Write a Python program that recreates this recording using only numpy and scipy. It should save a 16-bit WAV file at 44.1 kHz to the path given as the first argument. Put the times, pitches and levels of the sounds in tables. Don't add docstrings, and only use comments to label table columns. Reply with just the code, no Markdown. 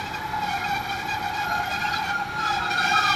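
import sys
import numpy as np
from scipy import signal
from scipy.fft import rfft, irfft, next_fast_len
from scipy.io import wavfile
from scipy.ndimage import uniform_filter1d, minimum_filter1d, map_coordinates

SR = 44100
rng = np.random.default_rng(int(sys.argv[2]) if len(sys.argv) > 2 else 0)


def wav_out(sig):
    wavfile.write(sys.argv[1], SR, np.round(np.clip(np.atleast_2d(sig).T, -1, 1) * 32767).astype(np.int16))


def field_ratio(decibels):
    return 10 ** (np.asarray(decibels, dtype=float) / 20)


N = 138915

# (start [s], length [s], level [dB], slip rate [Hz])
CHATTER_GRABS = [(0, 0.014, -31, 792.3), (0.052, 0.029, -37.5, 835), (0.135, 0.026, -32, 818),
                 (0.418, 0.059, -33.5, 796), (0.484, 0.054, -29.5, 779), (0.56, 0.053, -33.5, 810),
                 (0.639, 0.033, -33.5, 828), (0.683, 0.093, -33.5, 783.7), (0.827, 0.036, -36, 794.7),
                 (.885, 0.063, -32.5, 792), (0.957, 0.057, -31, 803), (1.071, 0.076, -33, 823.7),
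                 (1.22, .075, -36, 787), (1.338, .11, -32, 819), (1.513, 0.069, -34.5, 807),
                 (1.623, 0.054, -34.5, 803), (1.703, 0.06, -31.5, 824), (1.8, 0.092, -31, 815.3),
                 (1.924, 0.07, -32, 826.7), (2.028, 0.075, -31.5, 783), (2.386, 0.055, -32, 840),
                 (2.45, 0.13, -30, 824.4), (2.619, 0.055, -39, 823), (2.706, 0.039, -24.5, 797.8),
                 (2.768, .17, -24, 802.5), (2.957, 0.18, -22.5, 804)]
# (multiple of slip rate [1], level [dB])
CHATTER_OVERTONES = [(1, 1), (2, 4), (3, 3), (4, -2.5), (5, -8.5), (6, -8.5), (7, -19.5), (8, -17),
                     (9, -26.5), (10, -42), (11, -27)]
# (frequency [Hz], density [dB per Hz])
SCRAPE_SPECTRUM = [(500, -27), (1100, -34), (2000, -1), (3000, -3), (5000, -3), (8000, -17.5),
                   (11000, -21.5), (15500, -24.5)]
GRAB_ATTACK_S, GRAB_RELEASE_S, DRAG_DB = 0.02, 0.045, -69
SCRAPE_DB = -12

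# (frequency [Hz], density [dB per Hz])
RUMBLE_SPECTRUM = [(12, -45), (20, -16.5), (92, 6), (174, 2.5), (263, -1), (354, -0.5), (403, -10),
                   (600, -15.5), (780, -74), (1320, -120)]
# (frequency [Hz], density [dB per Hz])
AIR_SPECTRUM = [(300, -2.5), (600, -7.5), (1200, 1), (2000, -5), (4000, -13), (8000, -29), (15500, -34)]
# (frequency [Hz], level when far [dB], level when near [dB])
ENGINE_ORDERS = [(95.1, -48, -68), (181, -50.5, -51), (353.3, -64.5, -43.5)]
RUMBLE_DB, AIR_DB = -40.5, -36
LULL_S, LULL_WIDTH_S, LULL_DB = 2.27, 0.089, -2

# (start [s], length [s], level [dB], pitch [Hz])
MOAN_SWELLS = [(0.027, 0.038, -31, 840), (0.236, 0.036, -30.5, 868.5), (0.332, 0.12, -26, 850),
               (0.466, 0.095, -27.5, 820.3), (0.7, 0.056, -28, 806), (0.757, 0.053, -30, 841),
               (0.893, 0.063, -28.5, 785), (1.046, 0.06, -27, 835), (1.109, 0.076, -27.5, 848),
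               (1.2, 0.091, -30, 825), (1.308, 0.044, -28, 841), (1.372, 0.046, -28.5, 816.6),
               (1.51, 0.075, -26.5, 837), (1.599, 0.059, -25.5, 823.5), (1.673, 0.034, -30.5, 777),
               (1.831, 0.038, -27, 834), (1.879, 0.071, -28.5, 829), (1.978, 0.1663, -27.5, 826.7),
               (2.199, 0.026, -24.5, 816), (2.394, 0.089, -28.5, 843.6), (2.5, 0.091, -24.5, 811.4),
               (2.673, 0.2, -31, 788.7), (2.894, 0.044, -31, 780), (2.945, 0.053, -28, 801.6),
               (3.017, 0.046, -44, 798), (3.069, 0.075, -40, 789.4)]
# (multiple of slip rate [1], level [dB])
MOAN_OVERTONES = [(1, -5), (2, -20.5), (3, -19.5)]
# (time [s], pitch [Hz], level [dB])
LOW_DRONE = [
    (0.0, 758.8, -44),
    (0.07, 748.3, -53.5),
    (0.5, 712.2, -38.5),
    (0.74, 752.0, -42),
    (1.45, 750.6, -39),
    (1.48, 701.5, -38.5),
    (2.12, 758.8, -43),
    (2.33, 751.8, -51.5),
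    (2.85, 731.1, -32),
    (3.15, 735.3, -38.5),
]
MOAN_BED_DB, MOAN_EDGE_S, MOAN_SAG_HZ_PER_S = -33.5, 0.0088, 325

# (time [s], level [dB])
SCREECH_LEVEL = [(0, -51), (.09, -60), (.55, -36.5), (.88, -44), (.93, -31), (.98, -45), (1.38, -41.5),
                 (1.54, -28.5), (1.7, -38.5), (1.84, -26), (2.06, -40.5), (2.14, -31.5), (2.3, -35),
                 (2.4, -31.5), (2.52, -36.5), (2.84, -27.5), (2.9, -34), (3.15, -39)]
# (multiple of slip rate [1], level [dB])
SCREECH_OVERTONES = [(1, -7.5), (2, 12), (3, -12.5), (4, -31), (6, -9), (8, -15), (10, -18.5)]
SCREECH_HZ = 712

# (time [s], level [dB])
WHISTLE_LEVEL = [(0.0, -63), (0.55, -62), (0.82, -55), (0.97, -59.5), (1.41, -60), (1.43, -55.5),
                 (1.55, -59), (2.06, -60.5), (2.1, -71), (2.25, -62), (2.29, -62), (2.3, -103)]
WHISTLE_HZ, WHISTLE_SAG_HZ_PER_S, WHISTLE_FADE_S = 12535, 25, 0.037

# (start [s], length [s], level [dB], pitch [Hz])
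FLECKS = [(0.058, 0.02, -35, 2564), (0.133, 0.02, -36.5, 2490), (0.178, 0.068, -37, 1710),
          (.48, 0.051, -40.5, 2200), (0.577, 0.077, -39, 2160), (0.644, 0.022, -30.5, 2496),
          (0.681, 0.021, -38, 2340), (0.746, 0.022, -32.5, 2339), (0.886, .03, -44, 3930),
          (.89, .03, -38, 3152), (.905, 0.024, -33.5, 2390), (1.089, 0.044, -38.5, 2454),
          (1.401, 0.019, -30.5, 1618), (1.485, 0.047, -42, 4150), (1.625, 0.041, -37.5, 2119),
          (1.47, .14, -39, 696), (1.681, .035, -38, 652), (1.695, .03, -58, 8546),
          (1.708, .03, -35.5, 2485), (1.812, 0.018, -31, 2435), (1.849, 0.019, -34, 2722),
          (1.915, 0.032, -41, 4400), (1.952, 0.024, -35.5, 4006), (2.472, 0.047, -37, 3386),
          (2.619, 0.087, -44.5, 3807), (2.601, 0.068, -36.5, 938), (2.7, .07, -47, 5470),
          (2.705, 0.057, -31, 2380), (2.711, 0.053, -34, 1590), (2.714, 0.0948, -57, 8640),
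          (2.772, 0.088, -27.5, 1441), (3.03, 0.039, -28, 1604), (2.71, 0.034, -42, 3170),
          (2.728, .03, -44, 4730), (2.779, 0.025, -34, 3813), (2.86, 0.088, -44.5, 5635),
          (2.88, 0.029, -26, 1590), (2.921, 0.079, -47, 5240), (3.025, 0.026, -41, 5485),
          (3.08, .06, -48, 5500), (3.09, 0.033, -46, 4800)]
FLECK_EDGE_S = 0.0052

# (start [s], length [s], level [dB], first pitch [Hz])
GROAN_SWELLS = [
    (.6, .05, -33.5, 1385),
    (1.5, .05, -33.5, 1380),
    (1.94, 0.039, -29, 1346),
    (2.39, 0.12, -28, 1388),
    (2.6, 0.068, -28, 1323),
    (2.75, .07, -29, 1345),
    (2.94, 0.082, -23, 1298),
    (3.04, 0.084, -21.5, 1258),
]
GROAN_SAG_HZ_PER_S, GROAN_EDGE_S = 800, 0.022

# (frequency [Hz], width [Hz], boost [dB])
WHEEL_RESPONSE = [(917, 88, 4.5), (1160, 71, 1.5), (2254, 44, 4), (3894, 90, 6), (5200, 16, 7),
                  (5528, 110, 5.5), (1836, 200, -3), (3120, 230, 0.5), (1115, 136, -6)]
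GROUND_NOTCH = (2760, 190, -11.5)
NOTCH_FILLS_S = (1.2, 1.7)
ECHO_T60_S, ECHO_DB = 0.5, -10

TOP_GAPS_HZ, TOP_GAP_DB, TOP_GAP_DB_PER_KHZ, TOP_GAP_SCATTER_DB = 12850, 18.5, 0.6, 3.5
VALLEY_DB, VALLEY_REACH, VALLEY_SCATTER_DB = 26, 6, 3


def unit(x):
    return x / np.sqrt(np.mean(np.abs(x) ** 2) + 1e-20)


def curves(rows):
    s, *cols = np.transpose(rows)
    return [np.interp(np.arange(N) / SR, s, c) for c in cols]


def wobble(rate):
    t = np.arange(0, N + 16, 16)
    knots = rng.standard_normal(N // 100)
    return np.interp(np.arange(N), t, map_coordinates(knots, [t * rate / SR]))


def coloured(points, patchy_db):
    hz, t, z = signal.stft(rng.standard_normal(N + 512), SR, nperseg=1024)
    field = uniform_filter1d(rng.standard_normal(z.shape), size=7, axis=0)
    field = uniform_filter1d(field, size=6, axis=1)
    f, db = np.transpose(points)
    shape_db = np.interp(np.log(hz + 1), np.log(f), db, left=-120, right=-120)
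    z = z * field_ratio(shape_db[:, None] + patchy_db * unit(field))
    return unit(signal.istft(z, SR, nperseg=1024)[1][:N])


def swell(s, length, edge_s):
    t = np.arange(N) / SR
    return np.clip(np.minimum(t - s, s + length - t) / edge_s + 1, 0, 1) ** 2


def lull():
    t = np.arange(N) / SR
    return field_ratio(LULL_DB * np.exp(-((t - LULL_S) / LULL_WIDTH_S) ** 2))


def stick_slip(slip_hz, tones, wander, jitter, rough, flutter_hz, swell_db, spread=0, count=1):
    rough, out = np.clip(rough, 0, 1), np.zeros(N)
    for detune in spread * (np.arange(count) - (count - 1) / 2):
        drift = wander * wobble(14) + jitter * wobble(120)
        phase = 2 * np.pi * np.cumsum(slip_hz * (1 + detune + drift)) / SR
        turn_db = swell_db * wobble(8.833)
        for k, db in tones:
            flutter = wobble(flutter_hz) + 1j * wobble(flutter_hz)
            fading = np.sqrt(1 - rough) + np.sqrt(rough / 2) * flutter
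            level = field_ratio(db + turn_db + swell_db * wobble(16))
            out += level * np.real(fading * np.exp(1j * round(k) * phase))
    return unit(out)


def chatter():
    t = np.arange(N) / SR
    power = (field_ratio(DRAG_DB) * lull()) ** 2
    for s, length, db, hz in CHATTER_GRABS:
        rise = np.clip((t - s) / GRAB_ATTACK_S + 0.5, 0, 1)
        fall = field_ratio(-20 * np.clip(t - s - length, 0, None) / GRAB_RELEASE_S)
        power += (field_ratio(db) * rise * fall) ** 2
    s, length, db, hz = np.transpose(CHATTER_GRABS)
    slip_hz = np.interp(t, s + length / 2, hz)
    tone = stick_slip(slip_hz, CHATTER_OVERTONES, wander=0.007, jitter=0.004, rough=0.9,
                      flutter_hz=115, swell_db=2.2, spread=0.025, count=2)
    grip = np.sqrt(power) * field_ratio(1.5 * wobble(29.78))
    load = uniform_filter1d(grip, size=1300)
    scrape = field_ratio(SCRAPE_DB) * load * coloured(SCRAPE_SPECTRUM, patchy_db=2.0)
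    return grip * tone + scrape


def engine():
    near = np.arange(N) / N
    orders = np.zeros(N)
    for hz, far_db, near_db in ENGINE_ORDERS:
        line = stick_slip(np.full(N, hz), [(1, 0)], wander=0.004, jitter=0.003, rough=0.6,
                          flutter_hz=10, swell_db=1.5)
        orders += field_ratio(far_db + (near_db - far_db) * near) * line
    rumble = field_ratio(RUMBLE_DB + 0.22 * wobble(8.2)) * coloured(RUMBLE_SPECTRUM, patchy_db=1.5)
    air = field_ratio(AIR_DB) * lull() * coloured(AIR_SPECTRUM, patchy_db=0.8)
    return rumble + orders + air


def moan():
    s, length, db, hz = np.transpose(MOAN_SWELLS)
    sag = MOAN_SAG_HZ_PER_S * length / 2
    ends_s = np.ravel([s, s + length], order="F")
    ends_hz = np.ravel([hz + sag, hz - sag], order="F")
    slip_hz = np.interp(np.arange(N) / SR, ends_s, ends_hz)
    power = (field_ratio(MOAN_BED_DB) * lull()) ** 2
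    for s, length, db, _ in MOAN_SWELLS:
        power += (field_ratio(db) * swell(s, length, MOAN_EDGE_S)) ** 2
    note = stick_slip(slip_hz, MOAN_OVERTONES, wander=0.006, jitter=0.007, rough=0.42,
                      flutter_hz=110, swell_db=0.5)
    low_hz, low_db = curves(LOW_DRONE)
    low = stick_slip(low_hz, MOAN_OVERTONES, wander=0.0119, jitter=0.0095, rough=0.71,
                     flutter_hz=45.12, swell_db=1.0)
    return field_ratio(-4.0) * np.sqrt(power) * note + field_ratio(low_db - 0.2) * low


def screech():
    db, = curves(SCREECH_LEVEL)
    tone = stick_slip(np.full(N, SCREECH_HZ), SCREECH_OVERTONES, wander=0.006, jitter=0.005, rough=0.5,
                      flutter_hz=100, swell_db=0.7)
    return field_ratio(db + 0.2) * tone


def whistle():
    db, = curves(WHISTLE_LEVEL)
    t = np.arange(N) / SR
    on = np.clip((WHISTLE_LEVEL[-1][0] - t) / WHISTLE_FADE_S, 0, 1)
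    hz = WHISTLE_HZ - WHISTLE_SAG_HZ_PER_S * t
    tone = stick_slip(hz, [(1, 0)], wander=0.0006, jitter=0.0007, rough=0.8, flutter_hz=150, swell_db=1.1)
    return on * field_ratio(db + 2.9) * tone


def flecks():
    t = np.arange(N) / SR
    fading = 1 + 0.65 * (wobble(90) + 1j * wobble(90))
    out = np.zeros(N)
    for s, length, db, hz in FLECKS:
        ring = np.real(fading * np.exp(2j * np.pi * hz * t))
        out += field_ratio(db + 0.5) * swell(s, length, FLECK_EDGE_S) * ring
    return out


def groan():
    t = np.arange(N) / SR
    hz, level = np.full(N, float(GROAN_SWELLS[0][3])), np.zeros(N)
    for s, length, db, first_hz in GROAN_SWELLS:
        falling_hz = first_hz - GROAN_SAG_HZ_PER_S * np.clip(t - s, 0, length)
        hz = np.where(t > s - GROAN_EDGE_S, falling_hz, hz)
        level += field_ratio(db) * swell(s, length, GROAN_EDGE_S)
    tone = stick_slip(hz, [(1, 0), (3, -18)], wander=0.007, jitter=0.006, rough=0.6,
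                      flutter_hz=55, swell_db=1.2, spread=0.03, count=2)
    return level * tone


def platform(x):
    t = np.arange(SR // 2) / SR
    tail = rng.standard_normal(len(t)) * field_ratio(-60 * t / ECHO_T60_S) * (t > 0.004)
    return signal.fftconvolve(x, tail / np.linalg.norm(tail))[:N]


def wheels(x):
    size = next_fast_len(N + 8192)
    f = np.fft.rfftfreq(size, 1 / SR)

    def response(rows):
        return field_ratio(sum(db * np.exp(-((f - hz) / width) ** 2) for hz, width, db in rows))

    gains = [response(list(WHEEL_RESPONSE) + [GROUND_NOTCH]), response(WHEEL_RESPONSE)]
    far, near = irfft(rfft(x, size) * gains, size)[:, :N]
    return far + (near - far) * np.interp(np.arange(N) / SR, NOTCH_FILLS_S, (0, 0.6))


def with_gaps(x):
    hz, t, z = signal.stft(x, SR, nperseg=2048)
    power = uniform_filter1d(np.abs(z) ** 2, size=4, axis=0)[2::4]
    level_db = 10 * np.log10(power + 1e-20)
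    strip_hz = hz[2::4, None]
    strip_of_bin = np.minimum(np.arange(len(hz)) // 4, len(level_db) - 1)

    whistle_db = level_db[(strip_hz[:, 0] > 12300) & (strip_hz[:, 0] < 12700)].max(axis=0)
    pair_db = level_db.reshape(-1, 2, len(t)).mean(axis=1)
    chance = uniform_filter1d(rng.standard_normal(pair_db.shape), size=3, axis=1)
    pair_db = np.repeat(pair_db + TOP_GAP_SCATTER_DB * unit(chance), 2, axis=0)
    threshold_db = whistle_db - TOP_GAP_DB - TOP_GAP_DB_PER_KHZ * (strip_hz - TOP_GAPS_HZ) / 1000
    top = (pair_db < threshold_db) & (strip_hz > TOP_GAPS_HZ)

    below_db = -minimum_filter1d(-level_db, size=VALLEY_REACH, axis=0, origin=VALLEY_REACH // 2 - 1)
    chance = uniform_filter1d(rng.standard_normal(level_db.shape), size=5, axis=1)
    scatter_db = VALLEY_SCATTER_DB * unit(chance) * (1 + strip_hz / 7000)
    depth_db = uniform_filter1d(below_db - level_db, size=3, axis=1) + scatter_db
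    valley = (depth_db > VALLEY_DB) & (strip_hz > 1700) & (strip_hz < 15000)

    audible = ~(top | valley)
    return signal.istft(z * audible[strip_of_bin], SR, nperseg=2048)[1][:N]


def scene():
    brakes = chatter() + moan() + screech() + groan() + whistle() + flecks()
    return wheels(brakes + field_ratio(ECHO_DB) * platform(brakes) + engine())[None]


def band_limit(x):
    return signal.sosfilt(signal.butter(12, 15300, fs=SR, output="sos"), x)


def record(dry):
    mix = with_gaps(dry[0])[None]
    return band_limit(mix)


dry = scene()
out = record(dry)
wav_out(out)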